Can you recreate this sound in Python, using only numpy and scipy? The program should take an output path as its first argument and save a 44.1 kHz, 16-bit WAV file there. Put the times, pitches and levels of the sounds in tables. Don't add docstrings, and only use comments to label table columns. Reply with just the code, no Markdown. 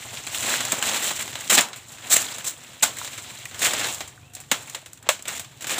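import sys
import numpy as np
from scipy import signal
from scipy.fft import rfft, irfft
from scipy.io import wavfile

SR = 44100
rng = np.random.default_rng(int(sys.argv[2]) if len(sys.argv) > 2 else 0)


def field_ratio(decibels):
    return 10 ** (np.asarray(decibels, dtype=float) / 20)


def generate_wav(sig):
    pcm = np.round(np.clip(np.atleast_2d(sig).T, -1, 1) * 32767).astype(np.int16)
    wavfile.write(sys.argv[1], SR, pcm)


N = 255339

# f/Hz, density/dB
FROND_COLOUR = [(200, -6.5), (400, -11.5), (650, -5.5), (1400, -5.5), (2800, -4), (4000, -4), (4700, -10.5),
                (5900, -8.5), (6700, -4.5), (7500, 0.5), (8500, -7.5), (10400, -16.5), (13000, -18.5),
                (15300, -12.5)]
BAND_EDGES_HZ = [200, 1200, 2500, 5000, 40000]
# peak t/s, 20 dB swell/s, 20 dB fade/s, rms level/dB, dryness/dB
DRAGS = [(.17, 1.1, .22, -41, 1.5), (.365, .17, .5, -36, 4), (.52, .3, .5, -30.5, .6),
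         (.79, .2, .3, -38, -5), (.95, .4, .25, -31.5, 2), (1.07, .2, .12, -32, 4),
         (1.47, 1.2, .25, -40.5, 1.5), (1.93, .8, .8, -52, 1.5), (2.06, .15, .4, -43, -3),
         (2.26, .4, .35, -37.5, 1.1), (2.66, .9, .8, -50, -1), (3.0, .4, .8, -45, 3),
         (3.36, .9, .5, -46, 2), (3.64, .08, .3, -31, 3), (3.8, .25, .2, -32, -3), (3.91, .15, .17, -36, 3),
         (4.2, .3, .6, -59, -1), (4.56, .1, .3, -48, 6), (4.68, .3, .3, -48, -1),
         (5.072, .07, .04, -52, -12), (5.14, .1, .1, -54, -12), (5.275, .04, .2, -44, -1),
         (5.55, 1.1, .6, -57, 1), (5.79, .2, .2, -35, -1)]
DRAG_BANDS_DB = [-1.5, -.4, .4, .3]
DRYNESS_SHARE = [-.9, -.3, .3, .9]
# f/Hz, density/dB
MOTOR_COLOUR = [(18, -42), (30, -7), (48, -18), (112, 0), (141, -3), (167, -11.5), (206, -16), (260, -7.5),
                (340, -74), (570, -120)]
# t/s, level/dB
MOTOR_LOAD = [(0, -50), (.6, -48), (1.1, -53), (1.45, -48), (1.65, -59), (1.9, -53), (2.7, -55), (3.0, -52),
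              (3.4, -53), (3.65, -47), (4.3, -51), (4.85, -55), (5.79, -51)]
# f/Hz, density/dB
AIR_COLOUR = [(200, 0.5), (330, 4.5), (700, -12), (2500, -16), (5000, -23), (9000, -20), (15400, -21)]
# t/s, peak level/dB, body rel/dB, hiss rel/dB, t60/s
CHOPS = [
    (.7272, -27.5, 9, -10, .057),
    (3.7346, -15, -6, -1, .06),
    (3.8449, -16.5, -30, -12, .026),
    (4.5147, -6, -8.5, -3.5, .051),
    (4.7473, -19, -14, -6, .05),
    (5.0895, -3.5, -26, -.4, .032),
]
# t/s, peak level/dB, hiss rel/dB, t60/s
RIBS = [(.171, -25, -11, .076), (.3466, -21, 1.5, .076), (.5357, -21, -12, .031), (.6512, -20.5, 4.5, .039),
        (.6824, -29, 8, .02), (.7198, -12.5, 2.5, .043), (.825, -13.5, -3.5, .047), (1.278, -25, -11, .044),
        (1.4077, -26, 2.1, .044), (1.5492, -10.5, 4, .04), (1.6084, -18.5, 12, .027),
        (1.6854, -33, 1.1, .05), (1.7311, -26.5, -12, .068), (1.9834, -34.5, -7, .056),
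        (2.2837, -27, -11, .05), (2.6354, -35.5, .1, .065), (2.732, -38, -2, .05), (2.9857, -28.5, 7, .039),
        (3.1018, -37, -13, .039), (3.4544, -30.5, 5, .032), (3.9444, -34, 12, .05),
        (4.0764, -35.5, 4.5, .073), (4.4373, -42, -12, .05), (4.6973, -30.5, 4, .036),
        (4.9319, -39, 11, .02), (5.446, -32, -5, .05)]
# t/s, peak level/dB, hiss rel/dB, t60/s
SPINES = [(.267, -26.5, 2.1, .05), (.4285, -20, .1, .037), (1.76, -33, 2.1, .15), (1.919, -38.5, 4.5, .14),
          (2.0707, -36, 7, .045), (2.3835, -23, 2.5, .026), (2.969, -33, 4, .076), (3.046, -22, .1, .05),
          (3.5923, -25, 6, .04), (3.646, -19, 11, .021), (4.335, -40, 5, .064), (4.35, -34.5, 11.5, .035),
          (4.4016, -34.5, 4, .091), (4.8599, -32, -1, .059), (4.974, -40, -1, .05),
          (5.026, -39.5, 1.5, .05), (5.2234, -37, 11, .019), (5.2804, -22, 3.5, .041),
          (5.3953, -24, 3, .07), (5.608, -31.5, -1, .1), (5.6213, -29.5, 3.5, .084),
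          (5.669, -23.5, .1, .073), (5.7824, -18, .1, .065)]
# t/s, peak level/dB, t60/s
FIBRES = [(.2712, -25, .061), (.6048, -16.5, .064), (1.33, -29, .055), (1.354, -22, .064),
          (2.6813, -43, .066), (3.0752, -23.5, .042), (3.1318, -29, .045), (3.1798, -27, .093),
          (3.3054, -34, .065), (3.5112, -32, .11), (3.5443, -29, .063), (3.6673, -16, .057),
          (3.7082, -17, .05), (3.8846, -20, .039), (4.0059, -19, .052), (4.366, -34, .11),
          (4.826, -48, .046), (5.193, -31, .041), (5.254, -27, .046), (5.286, -21, .028),
          (5.6433, -21.5, .044)]
# t/s, f/Hz, peak level/dB, t60/s
KNOCKS = [(0.54, 1700, -7.5, 0.014), (0.722, 1360, -19, .03), (.729, 835, -25, .04),
          (1.075, 3500, -16, 0.045), (1.356, 2870, -22, .015), (2.811, 2400, -28, 0.026),
          (2.834, 762, -18.5, 0.1), (2.833, 1227, -9.5, 0.067), (2.971, 1820, -26, 0.043),
          (3.015, 1100, -18.5, 0.023), (3.456, 2270, -19.5, 0.031), (4.177, 1430, -36, 0.036),
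          (4.516, 1780, -12, .03), (4.517, 930, -16, 0.046), (4.748, 1100, -29, .03),
          (4.828, 750, -39, .03), (5.089, 920, -13, 0.08), (5.09, 1300, -12, .05),
          (5.0894, 640, -11, 0.086), (5.092, 2750, -13, 0.032), (.268, 7300, -18, .008),
          (.2725, 3300, -15, .01), (.347, 3300, -14, .012), (4.76, 600, -33, .08), (4.01, 700, -30, .08)]
# t/s, build-up/s, hold/s, rms level/dB, hiss rel/dB
TEARS = [(.465, .017, .069, -26.5, -2.5), (.714, .006, .01, -35, -9), (.829, .005, .031, -27, -3),
         (.856, .0073, .033, -23.5, -5.5), (.94, .0058, .03, -25, -4), (1.016, .013, .068, -28.5, .1),
         (1.104, .0038, .0083, -25, -6), (1.154, .0043, .02, -33, 1.5), (1.188, .0034, .037, -29, -2),
         (1.496, .0026, .059, -16, .6), (1.569, .0068, .018, -10.5, -5.5), (2.096, .022, .025, -18.5, 5.5),
         (2.156, .0078, .0039, -16.5, 2.5), (2.198, .0059, .022, -30, 4), (2.442, .0027, .029, -33.5, 4),
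         (2.468, .0073, .011, -33.5, 10.5), (2.49, .0027, .016, -41, 11), (2.823, .007, .0082, -12.5, 1.1),
         (3.612, .0096, .052, -20.5, -1.5), (3.809, .0044, .06, -29.5, -2), (5.273, .0037, .065, -33, -1.5),
         (5.344, .011, .027, -33, -.6), (5.668, .0018, .018, -36.5, 5), (5.689, .0033, .052, -26, -3)]
# t/s, length/s, from f/Hz, to f/Hz, level/dB
BIRD_NOTES = [
    (4.14, .14, 735, 730, -60),
    (4.27, .19, 725, 735, -57),
    (4.21, .07, 2350, 2700, -59),
    (4.27, .09, 2600, 2850, -59),
]
GROVE_T60_S = [0.43, 0.15, 0.24, .2]

GROVE_DB, AIR_DB = -9.5, -61.5
RIB_BODY_DB, SPINE_BODY_DB, FIBRE_BODY_DB, FIBRE_HISS_DB = -21, -9, -7, -7
CHOP_RISE_S, SNAP_RISE_S, TEAR_T60_S = .0018, .00095, .023
TEAR_BODY_DB, BODY_LOSS_PER_HISS = -9, .3


def rms_one(x):
    return x / np.sqrt(np.mean(x ** 2) + 1e-20)


def causal(points, low_hz, high_hz, size=4096):
    hz = np.maximum(np.arange(size // 2 + 1) * SR / size, 5)
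    point_hz, point_db = np.transpose(points)
    gain = field_ratio(np.interp(np.log(hz), np.log(point_hz), point_db))
    gain = gain / np.sqrt((1 + (low_hz / hz) ** 4) * (1 + (hz / high_hz) ** 4))
    cepstrum = irfft(np.log(gain + 1e-6))
    cepstrum[1:size // 2] *= 2
    cepstrum[size // 2 + 1:] = 0
    response = irfft(np.exp(rfft(cepstrum)))
    return response / np.sqrt(np.sum(response ** 2))


def drift(rate_hz):
    r = np.exp(-2 * np.pi * rate_hz / SR)
    settled = signal.lfilter([1], [1, -2 * r, r * r], rng.standard_normal(N + SR))[SR:]
    return rms_one(settled)


def crackle(per_s, spread_db, smooth):
    sizes = field_ratio(spread_db * np.minimum(rng.exponential(1, N), 5)) * rng.choice([-1, 1], N)
    clicks = rms_one(sizes * (rng.random(N) < per_s / SR))
    smooth = np.clip(smooth, 0, 1)
    return np.sqrt(1 - smooth) * clicks + np.sqrt(smooth) * rng.standard_normal(N)


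def drags():
    t, power = np.arange(0, N + 64, 64) / SR, 0
    for peak_s, swell_s, fade_s, db, dry_db in DRAGS:
        shape_db = db - 20 * np.maximum((peak_s - t) / swell_s, (t - peak_s) / fade_s)
        bands_db = np.c_[DRAG_BANDS_DB] + dry_db * np.c_[DRYNESS_SHARE]
        power = power + field_ratio(shape_db + bands_db) ** 2
    return np.array([np.interp(np.arange(N) / SR, t, np.sqrt(band)) for band in power])


def leaf_ticks(per_s, cycles, count=14):
    clicks = crackle(per_s, spread_db=2.5, smooth=0)
    leaflet = rng.integers(0, count, N)
    out = 0
    for k, hz in enumerate(np.geomspace(800, 11000, count)):
        r = field_ratio(-60 * hz / (cycles * SR))
        poles = [1, -2 * r * np.cos(2 * np.pi * hz / SR), r * r]
        ring = signal.lfilter([1, 0, -1], poles, clicks * (leaflet == k) + 1e-18)
        out = out + rms_one(ring) * np.sqrt(hz)
    return rms_one(out)


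def rustle():
    levels = drags() * field_ratio([1.45 * drift(36) for band in range(4)])
    clumps = field_ratio(1.9 * drift(30) + 0.5 * drift(130))
    slips = crackle(2500, spread_db=3.0, smooth=0.62) * clumps
    return levels * (slips + field_ratio(-7.5) * leaf_ticks(350, cycles=17.0))


def motor():
    turns = np.cumsum(22 * (1 + .12 * drift(3))) / SR
    throb = field_ratio(5.0 * np.cos(2 * np.pi * turns))
    thuds = signal.fftconvolve(throb * rng.standard_normal(N), causal(MOTOR_COLOUR, 23, 220))[:N]
    load_db = np.interp(np.arange(N) / SR, *np.transpose(MOTOR_LOAD))
    return field_ratio(load_db) * rms_one(thuds)


def air():
    return field_ratio(AIR_DB) * signal.fftconvolve(rng.standard_normal(N), causal(AIR_COLOUR, 150, 40000))[:N]


def bursts(rows):
    power, t = np.zeros((4, N)), np.arange(SR // 3) / SR
    for s, rise_s, held_s, t60_s, db, body_db, hiss_db in rows:
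        start, rise_s = round(s * SR), max(rise_s, 2e-4)
        lasting_s = max(t60_s, .005) * np.array([[1.15], [1.05], [1.], [.9]])
        decay = field_ratio(-60 * np.maximum(t - rise_s - held_s, 0) / lasting_s)
        shape = np.minimum(t / rise_s, 1) * decay
        levels = field_ratio([[db + body_db], [db - 4.0], [db - 4.0], [db + hiss_db]])
        power[:, start:start + len(t)] += (shape * levels)[:, :N - start] ** 2
    return np.sqrt(power)


def snaps():
    breaks = [(*chop, CHOP_RISE_S) for chop in CHOPS]
    breaks += [(s, db, RIB_BODY_DB, hiss, t60, SNAP_RISE_S) for s, db, hiss, t60 in RIBS]
    breaks += [(s, db, SPINE_BODY_DB, hiss, t60, SNAP_RISE_S) for s, db, hiss, t60 in SPINES]
    breaks += [(s, db, FIBRE_BODY_DB, FIBRE_HISS_DB, t60, SNAP_RISE_S) for s, db, t60 in FIBRES]
    rows = [(s - 0.49 * rise_s, rise_s, 0, t60, db - 3.5, body, hiss)
            for s, db, body, hiss, t60, rise_s in breaks]
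    spray = crackle(7000, spread_db=2.5, smooth=0.77) * field_ratio(0.65 * drift(200))
    cracks = [round((s + 1.4 * rise_s) * SR) for s, *_, rise_s in breaks]
    spray[cracks] = field_ratio(12.0) * np.sign(spray[cracks])
    return bursts(rows) * spray


def knocks():
    out, t = np.zeros(N), np.arange(SR // 8) / SR
    detunes = rng.uniform(-0.94, 1, (len(KNOCKS), 9, 1))
    for (s, hz, peak_db, t60_s), detune in zip(KNOCKS, detunes):
        modes = np.mean(np.sin(2 * np.pi * hz * np.exp(.2 * detune) * t), axis=0)
        ring = modes * np.minimum(t * hz / 1.5, 1)
        out[round(s * SR):][:len(t)] += field_ratio(peak_db + 4.0 - 60 * t / t60_s) * ring
    return out


def tears():
    rows = [(s, rise_s, held_s, TEAR_T60_S, db, TEAR_BODY_DB - BODY_LOSS_PER_HISS * hiss, hiss)
            for s, rise_s, held_s, db, hiss in TEARS]
    lumps = field_ratio([1.97 * drift(43) for band in range(4)])
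    fibres = crackle(5000, spread_db=3.5, smooth=0.6) * field_ratio(2.0 * drift(210))
    return bursts(rows) * lumps * fibres


def birds():
    out = 0
    for s, long_s, from_hz, to_hz, db in BIRD_NOTES:
        along = np.clip((np.arange(N) / SR - s) / long_s, 0, 1)
        hz = (from_hz + (to_hz - from_hz) * along) * (1 + .02 * drift(60))
        level = field_ratio(db + 4.0 * drift(60)) * np.sqrt(np.sin(np.pi * along) + 1e-12)
        out = out + level * np.sin(2 * np.pi * np.cumsum(hz) / SR)
    return out


def grove(bands):
    out, late = bands.copy(), SR // 200
    for band, heard, t60_s in zip(bands, out, GROVE_T60_S):
        r = field_ratio(-120 / (t60_s * SR))
        power = signal.lfilter([1 - r], [1, -r], band ** 2 + 1e-18)
        heard[late:] += field_ratio(GROVE_DB) * np.sqrt(power[:-late]) * rng.standard_normal(N - late)
    return out


def scene():
    bands = grove(rustle() + snaps() + tears())
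    fronds = sum(signal.fftconvolve(band, causal(FROND_COLOUR, low_hz, high_hz))[:N]
                 for band, low_hz, high_hz in zip(bands, BAND_EDGES_HZ, BAND_EDGES_HZ[1:]))
    thin = signal.butter(3, 170, "high", fs=SR, output="sos")
    return (signal.sosfilt(thin, fronds + knocks()) + motor() + birds() + air())[None]


def roll_off(x):
    return signal.sosfilt(signal.butter(12, 16800, fs=SR, output="sos"), x)


def record(dry):
    held = dry / (1 + np.abs(dry / .66) ** 4) ** .25
    held = signal.sosfilt(signal.butter(3, 55, "high", fs=SR, output="sos"), held)
    mix = signal.sosfilt(signal.ellip(12, .5, 60, 15480, fs=SR, output="sos"), held)
    return roll_off(mix)


dry = scene()
out = record(dry)
generate_wav(out)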